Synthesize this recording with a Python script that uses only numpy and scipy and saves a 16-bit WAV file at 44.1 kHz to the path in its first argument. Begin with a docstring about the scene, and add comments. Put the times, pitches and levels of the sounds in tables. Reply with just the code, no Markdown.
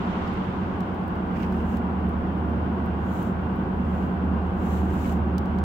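"""A rail yard at night, ahead of a bridge, as a freight train creeps nearer over the wash of the city.
Two diesel engines turn at nearly the same slow speed: sums of shaft-speed lines throb and beat, deep firing
notes swell, and shaped noise roars. Whines and a far hum are thin smeared tones; a car's tyre hiss fades as noise.
Close to the microphones a sleeve brushes as bursts of noise and ticks as short coloured snaps."""
import sys
import numpy as np
from scipy import signal
from scipy.fft import rfft, irfft
from scipy.io import wavfile

SR = 44100
rng = np.random.default_rng(int(sys.argv[2]) if len(sys.argv) > 2 else 0)


def persist_wave(psi):
    """Save psi, clipped to +-1, as 16-bit WAV."""
    counts = np.round(np.clip(psi, -1, 1) * 32767).astype(np.int16)
    wavfile.write(sys.argv[1], SR, np.atleast_2d(counts).T)


N = 248715
TIME = np.arange(N) / SR
BINS = np.fft.rfftfreq(N, 1 / SR)

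# likeness of the two microphones for far sound: frequency_hz, correlation (-1 to 1)
MIC_LIKENESS = [(130, 0.84), (290, 0.94), (400, 0.77), (550, 0.47), (780, 0.48), (1000, -0.079),
                (1230, -0.23), (1600, -0.024), (3000, -0.052)]
# brushes of the sleeve: peak_s, length_s, left_db, right_db (gains on the cloth spectra), firmness (0-1)
SLEEVE_BRUSHES = [(1.42, .16, -8, -0.5, .6), (1.58, .23, -13, -6.5, 0.4), (1.737, .18, -4.5, -14, 0.3),
                  (3.208, 0.31, -2, -15, 0.06), (4.002, 0.34, -10, -25, 0.13), (4.75, 0.28, 1, -9, 0.05),
                  (4.92, 0.22, -5, -11, .2), (5.072, 0.28, 2, -2.5, 0.07)]


def gain_of(db):
    """Turns decibels into an amplitude factor."""
    return 10 ** (np.asarray(db) / 20)


def evened(x):
    """Scales a signal to an rms of one."""
    return x / np.sqrt(np.mean(abs(x) ** 2) + 1e-30)


def curve(rows):
    """Joins (s, value) points by straight lines in time."""
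    return np.interp(TIME, *np.transpose(rows))


def read(rows, hz):
    """Reads each column of a spectrum table on a log-frequency axis."""
    table_hz, *columns = np.transpose(rows)
    return np.array([np.interp(np.log(hz + 1), np.log(table_hz + 1), column) for column in columns])


def slow(rate_hz):
    """Complex random wander of rms one, no faster than about the given rate."""
    t = np.arange(0, 8, 1 / 200)
    wander = rng.standard_normal((len(t), 2)) @ [1, 1j]
    lowpass = np.exp(-.5 * (np.fft.fftfreq(len(t), t[1]) / rate_hz) ** 2)
    wander = np.fft.ifft(np.fft.fft(wander) * lowpass)
    return evened(np.interp(TIME, t, wander))


def at_two_mics(a, b, likeness):
    """Mixes two independent signals into a left and right pair with the given correlation."""
    return np.array([a, likeness * a + np.sqrt(1 - likeness ** 2) * b])


def noise(spectrum):
    """Noise of a given density (dB per Hz) at two microphones, alike in the bass, unlike in the treble."""
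    a, b = rfft(rng.standard_normal((2, N)))
    pair = at_two_mics(a, b, read(MIC_LIKENESS, BINS)[0])
    return irfft(pair * gain_of(read(spectrum, BINS)), N) * np.sqrt(SR / 2)


def tones(rows):
    """Thin tones, smeared by their way through the air; high ones reach the two microphones unalike."""
    out = np.zeros((2, N))
    for hz, width_hz, *sides_db in rows:
        a, b = slow(width_hz / 2), slow(width_hz / 2)
        paths = at_two_mics(a, b, read(MIC_LIKENESS, hz)[0])
        tone = (paths * np.exp(2j * np.pi * hz * TIME)).real
        out += np.sqrt(2) * gain_of(sides_db)[:, None] * tone
    return out


def yard(waver_db=0.5, waver_hz=8.1):
    """The far wash wavers a little, a car's tyre noise peaks and recedes, and a thin hiss holds steady."""
    # rolling wheels and the city, before the wash level: frequency_hz, left_db_per_hz, right_db_per_hz
    wash_spectrum = [(150, -77, -73.5), (496, -62.5, -67), (617, -69.5, -66.5), (720, -62.5, -63.5),
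                     (1126, -64.5, -67), (1244, -67.5, -73.5), (1492, -70.5, -68.5), (1772, -81, -78),
                     (2400, -87, -83), (3080, -92, -85), (4040, -100, -99), (4900, -106, -101),
                     (6160, -110, -111), (9500, -128, -128)]
    # tyres of a car driving away, before its rise and fade: frequency_hz, left_db_per_hz, right_db_per_hz
    tyre_spectrum = [(300, -81.5, -64.5), (770, -77, -71.5), (1010, -60, -63.5), (1500, -71.5, -79.5),
                     (1920, -82, -72), (2420, -80.5, -78.5), (3160, -89.5, -77), (4020, -91.5, -88),
                     (5000, -99, -94), (6200, -100, -100), (7500, -103, -105), (9500, -119, -113),
                     (15000, -124, -122)]
    # thin steady hiss: frequency_hz, left_db_per_hz, right_db_per_hz
    hiss_spectrum = [(4000, -126, -126), (7000, -116, -119), (7560, -114, -116), (8200, -109, -109),
                     (8700, -120, -120), (9900, -119, -119), (11500, -114.5, -115), (15000, -110.5, -111)]
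    wash_db = 0.27
    car_peak_s, car_db, rise_db_per_s, fade_db_per_s = .25, -.5, 3, 16.5

    wash = noise(wash_spectrum) * gain_of(wash_db + waver_db * slow(waver_hz).real)
    since_s = TIME - car_peak_s
    # the lower line holds: rising before the peak, falling after it
    car_level_db = car_db + np.minimum(rise_db_per_s * since_s, -fade_db_per_s * since_s)
    return wash + noise(tyre_spectrum) * gain_of(car_level_db) + noise(hiss_spectrum)


def far_hum():
    """A deep hum from the far side of the yard, one narrow smeared tone."""
    # the hum: frequency_hz, width_hz, left_db, right_db (rms)
    hum = [(47.6, 2.5, -47.5, -45)]
    return tones(hum)


def sleeve(grain_db=0.8, catch_db=6.0):
    """Each brush builds and stops; a light one hisses with the weave, a firm one catches and scrapes."""
    # cloth sliding by the microphones, before brush gains: frequency_hz, left_db_per_hz, right_db_per_hz
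    cloth = [(1200, -100, -100), (2000, -95, -87.5), (3000, -90.5, -88.5), (3970, -89.5, -92),
             (5000, -99.5, -92.5), (6200, -92, -99.5), (7550, -89, -99), (8340, -98.5, -95),
             (9300, -101, -101), (11500, -95, -99), (15500, -94, -93.5)]
    # a firm brush scrapes lower, before brush gains: frequency_hz, level_db_per_hz
    scrape_spectrum = [(800, -98), (1600, -71.5), (2900, -74.5), (3800, -95.5), (5000, -90.5), (7500, -99),
                       (10000, -110), (15000, -108)]
    build_share, flank_steepness = 0.62, 2.24  # a brush builds more slowly than it stops

    light_power, firm_power = np.zeros((2, 2, N))
    for peak_s, length_s, *sides_db, firmness in SLEEVE_BRUSHES:
        flank_s = length_s * np.where(TIME < peak_s, build_share, 1 - build_share)
        swell = np.exp(-abs(1.72 * (TIME - peak_s) / flank_s) ** flank_steepness)
        power = gain_of(sides_db)[:, None] ** 2 * swell
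        light_power += (1 - firmness) * power
        firm_power += firmness * power
    hiss = noise(cloth) * np.sqrt(light_power) * gain_of(grain_db * slow(50).real)
    scrape = noise(scrape_spectrum) * np.sqrt(firm_power)
    return hiss + scrape * evened(gain_of(catch_db * slow(70).real))


def ticks(rows, chatter_db=-10, chatter_s=0.0042, size=1024):
    """Each tick is one sharp snap, then a few milliseconds of weaker chatter, coloured dull to crisp."""
    # colour of a dull tick and of a crisp one: frequency_hz, dull_db, crisp_db
    tick_colour = [(800, -26, -30), (2500, 10, -14), (4760, 11, -5), (6500, -0.5, -9.5), (8200, -8.5, -3),
                   (9500, -15, -4.5), (12000, -15, 2), (15500, -8.5, 3)]
    out, t = np.zeros((2, N + 2 * size)), np.arange(size) / SR
    dull_db, crisp_db = read(tick_colour, np.fft.rfftfreq(2 * size, 1 / SR))
    for snap_s, left_db, right_db, dullness in rows:
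        burst = gain_of(chatter_db) * np.exp(-t / chatter_s) * rng.standard_normal((2, size))
        burst[:, 0] = 3.4  # the snap
        colour = gain_of(crisp_db + dullness * (dull_db - crisp_db))
        # silence ahead leaves room for the zero-phase colouring
        padded = np.pad(burst, ((0, 0), (size, 0)))
        tick = irfft(rfft(padded) * colour)
        start = round(snap_s * SR) - size
        out[:, start:start + 2 * size] += gain_of([[left_db], [right_db]]) * tick
    return out[:, :N]


def faint_ticks(count=40, softest_db=-60, range_db=12, left_drop_db=6):
    """Creases of cloth let go at random: rows of snap_s, left_db, right_db, dullness (0-1)."""
    when, size, side, dull = rng.random((count, 4)).T
    db = softest_db + range_db * size ** 2
    return np.transpose([0.093 + 5 * when, db - left_drop_db * side, db, .5 * dull])


def catches(count=8, softest_db=-57, range_db=8, left_drop_db=6, spread=.6, dullness=.8):
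    """Brushes, mostly the firmest, snag on the weave: rows of snap_s, left_db, right_db, dullness (0-1)."""
    pick, when, size = rng.random((count, 3)).T
    peak_s, length_s, _, _, firmness = np.transpose(SLEEVE_BRUSHES)
    odds = np.cumsum(firmness ** 2)
    brush = np.searchsorted(odds, pick * odds[-1])
    snap_s = peak_s[brush] + spread * length_s[brush] * (when - .5)
    db = softest_db + range_db * size
    return np.transpose([snap_s, db - left_drop_db, db, np.full(count, dullness)])


def handling():
    """The sleeve close to the microphones: sliding cloth, clear ticks, faint ticks and snags."""
    # the clearest ticks: snap_s, left_db, right_db (gains on the tick colour), dullness (0-1)
    clear_ticks = [(.277, -51, -40, 0.8), (.338, -52, -46, 0.2), (.806, -45, -34, 0.6),
                   (.945, -45, -60, .2), (1.081, -45, -43, .2), (1.432, -49, -42, .9),
                   (1.525, -50, -39, .5), (1.771, -45, -32.5, .4), (2.092, -54, -42.5, 0),
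                   (2.861, -47, -46, 0.2), (3.228, -41, -38, 0), (3.561, -49, -58, 0),
                   (4.939, -42, -43, .1), (5.125, -48, -36, 0.2), (5.382, -41, -24.5, 0.61),
                   (5.458, -55, -39, 0.5), (5.587, -49, -34.5, 0.6)]
    return sleeve() + ticks(clear_ticks) + ticks(faint_ticks()) + ticks(catches())


def whines():
    """The faint turbocharger and gear whines, steady pitches smeared by the air."""
    # the whines: frequency_hz, width_hz, left_db, right_db (rms)
    whine_tones = [(970, 6, -51.5, -56), (1940, 6, -72, -69), (2730, 10, -75, -69.5), (2781, 6, -70, -63.5)]
    return tones(whine_tones)


def exhaust(turns, orders, direct_db, fade_hz):
    """Unequal cylinders give lines at multiples of shaft speed; strong ones hold, weak ones fade in echoes."""
    out = np.zeros(N)
    for order, db in orders:
        scattered = np.clip((direct_db - db) / 8, .15, 1)
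        path = evened(np.sqrt(1 - scattered ** 2) + scattered * slow(fade_hz))
        line = (path * np.exp(2j * np.pi * order * turns)).real
        out += np.sqrt(2) * gain_of(db) * line
    return out


def firing_note(turns, db, puffs_per_turn=8):
    """The deep note of the exhaust puffs, evenly spaced round each turn."""
    return -np.sqrt(2) * gain_of(db) * np.cos(2 * np.pi * puffs_per_turn * turns)


def locomotives():
    """Two engines whose firing notes beat about twice a second, and a roar that pulses with each turn."""
    # lead engine's lines, before approach and balance: order (multiple of crankshaft speed), level_db (rms)
    lead_orders = [(7, -51), (9, -41), (11, -47), (14, -48), (15, -49), (17, -47), (18, -45), (19, -34.5),
                   (20, -35), (22, -48), (23, -48), (24, -45)]
    # rear engine's lines, before rear_level and balance: order (multiple of crankshaft speed), level_db (rms)
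    rear_orders = [(7, -50), (9, -50), (10, -47), (17, -46), (19, -46), (20, -48), (21, -47), (22, -47),
                   (23, -52), (24, -44), (25, -40), (26, -46), (27, -52), (32, -48), (39, -52), (40, -48),
                   (48, -54)]
    # how strongly the rear engine's lines come through: time_s, gain_db
    rear_level = [(0, -0.5), (1, -1), (1.6, 3.5), (2.3, -1), (4.5, -3), (5.3, 2), (5.64, -3.5)]
    # swell of the lead engine's firing note, before balance: time_s, level_db (rms)
    lead_firing = [(0, -40.5), (.9, -46), (1.5, -32.5), (2.7, -29.5), (3.27, -36), (4.3, -29), (5.64, -28)]
    # turbulent roar of the exhaust, before approach and balance: frequency_hz, level_db_per_hz
    roar_spectrum = [(15, -103), (31, -95), (39, -70.5), (47, -63), (58, -63.5), (80, -60), (110, -59.5),
                     (140, -58.5), (190, -56.5), (235, -54.5), (300, -58), (370, -59.5), (420, -66.5),
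                     (600, -72), (1200, -120.5)]
    lead_turns_per_s, rear_turns_per_s = 9.644, 9.368
    in_step_s = 4.3375  # a moment when the two engines fire in step
    far_db, approach_db_per_s = -0.69, 0.3843
    rear_firing_db, rear_firing_db_per_s = -48.5, 2  # at the start, and its steady growth

    lead_turns = lead_turns_per_s * (TIME - in_step_s)
    rear_turns = rear_turns_per_s * (TIME - in_step_s)
    near = gain_of(far_db + approach_db_per_s * TIME)
    # neighbouring strong lines beat once a turn: the chugging
    lines = near * exhaust(lead_turns, lead_orders, direct_db=-39, fade_hz=.6)
    lines += gain_of(curve(rear_level)) * exhaust(rear_turns, rear_orders, direct_db=-37, fade_hz=.8)
    firing = firing_note(lead_turns, curve(lead_firing))
    firing = firing + firing_note(rear_turns, rear_firing_db + rear_firing_db_per_s * TIME)
    roar = noise(roar_spectrum) * near * (1 + 0.022 * np.cos(2 * np.pi * lead_turns))
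    # balance in dB, left then right: all lean a little to the right
    out = firing * gain_of([[-1.5], [1.2]])
    out = out + lines * gain_of([[-1.1], [.9]])
    return out + roar * gain_of([[-.5], [.4]])


def scene():
    """The yard behind, small handling sounds close by, and the train ahead."""
    return yard() + far_hum() + handling() + whines() + locomotives()


def record(dry, edge_hz=15900):
    """The recorder's band limit, a steep low-pass."""
    lowpass = signal.firwin(511, edge_hz, window=("kaiser", 9), fs=SR)
    return signal.oaconvolve(dry, lowpass[None], "same")


dry = scene()
out = record(dry)
persist_wave(out)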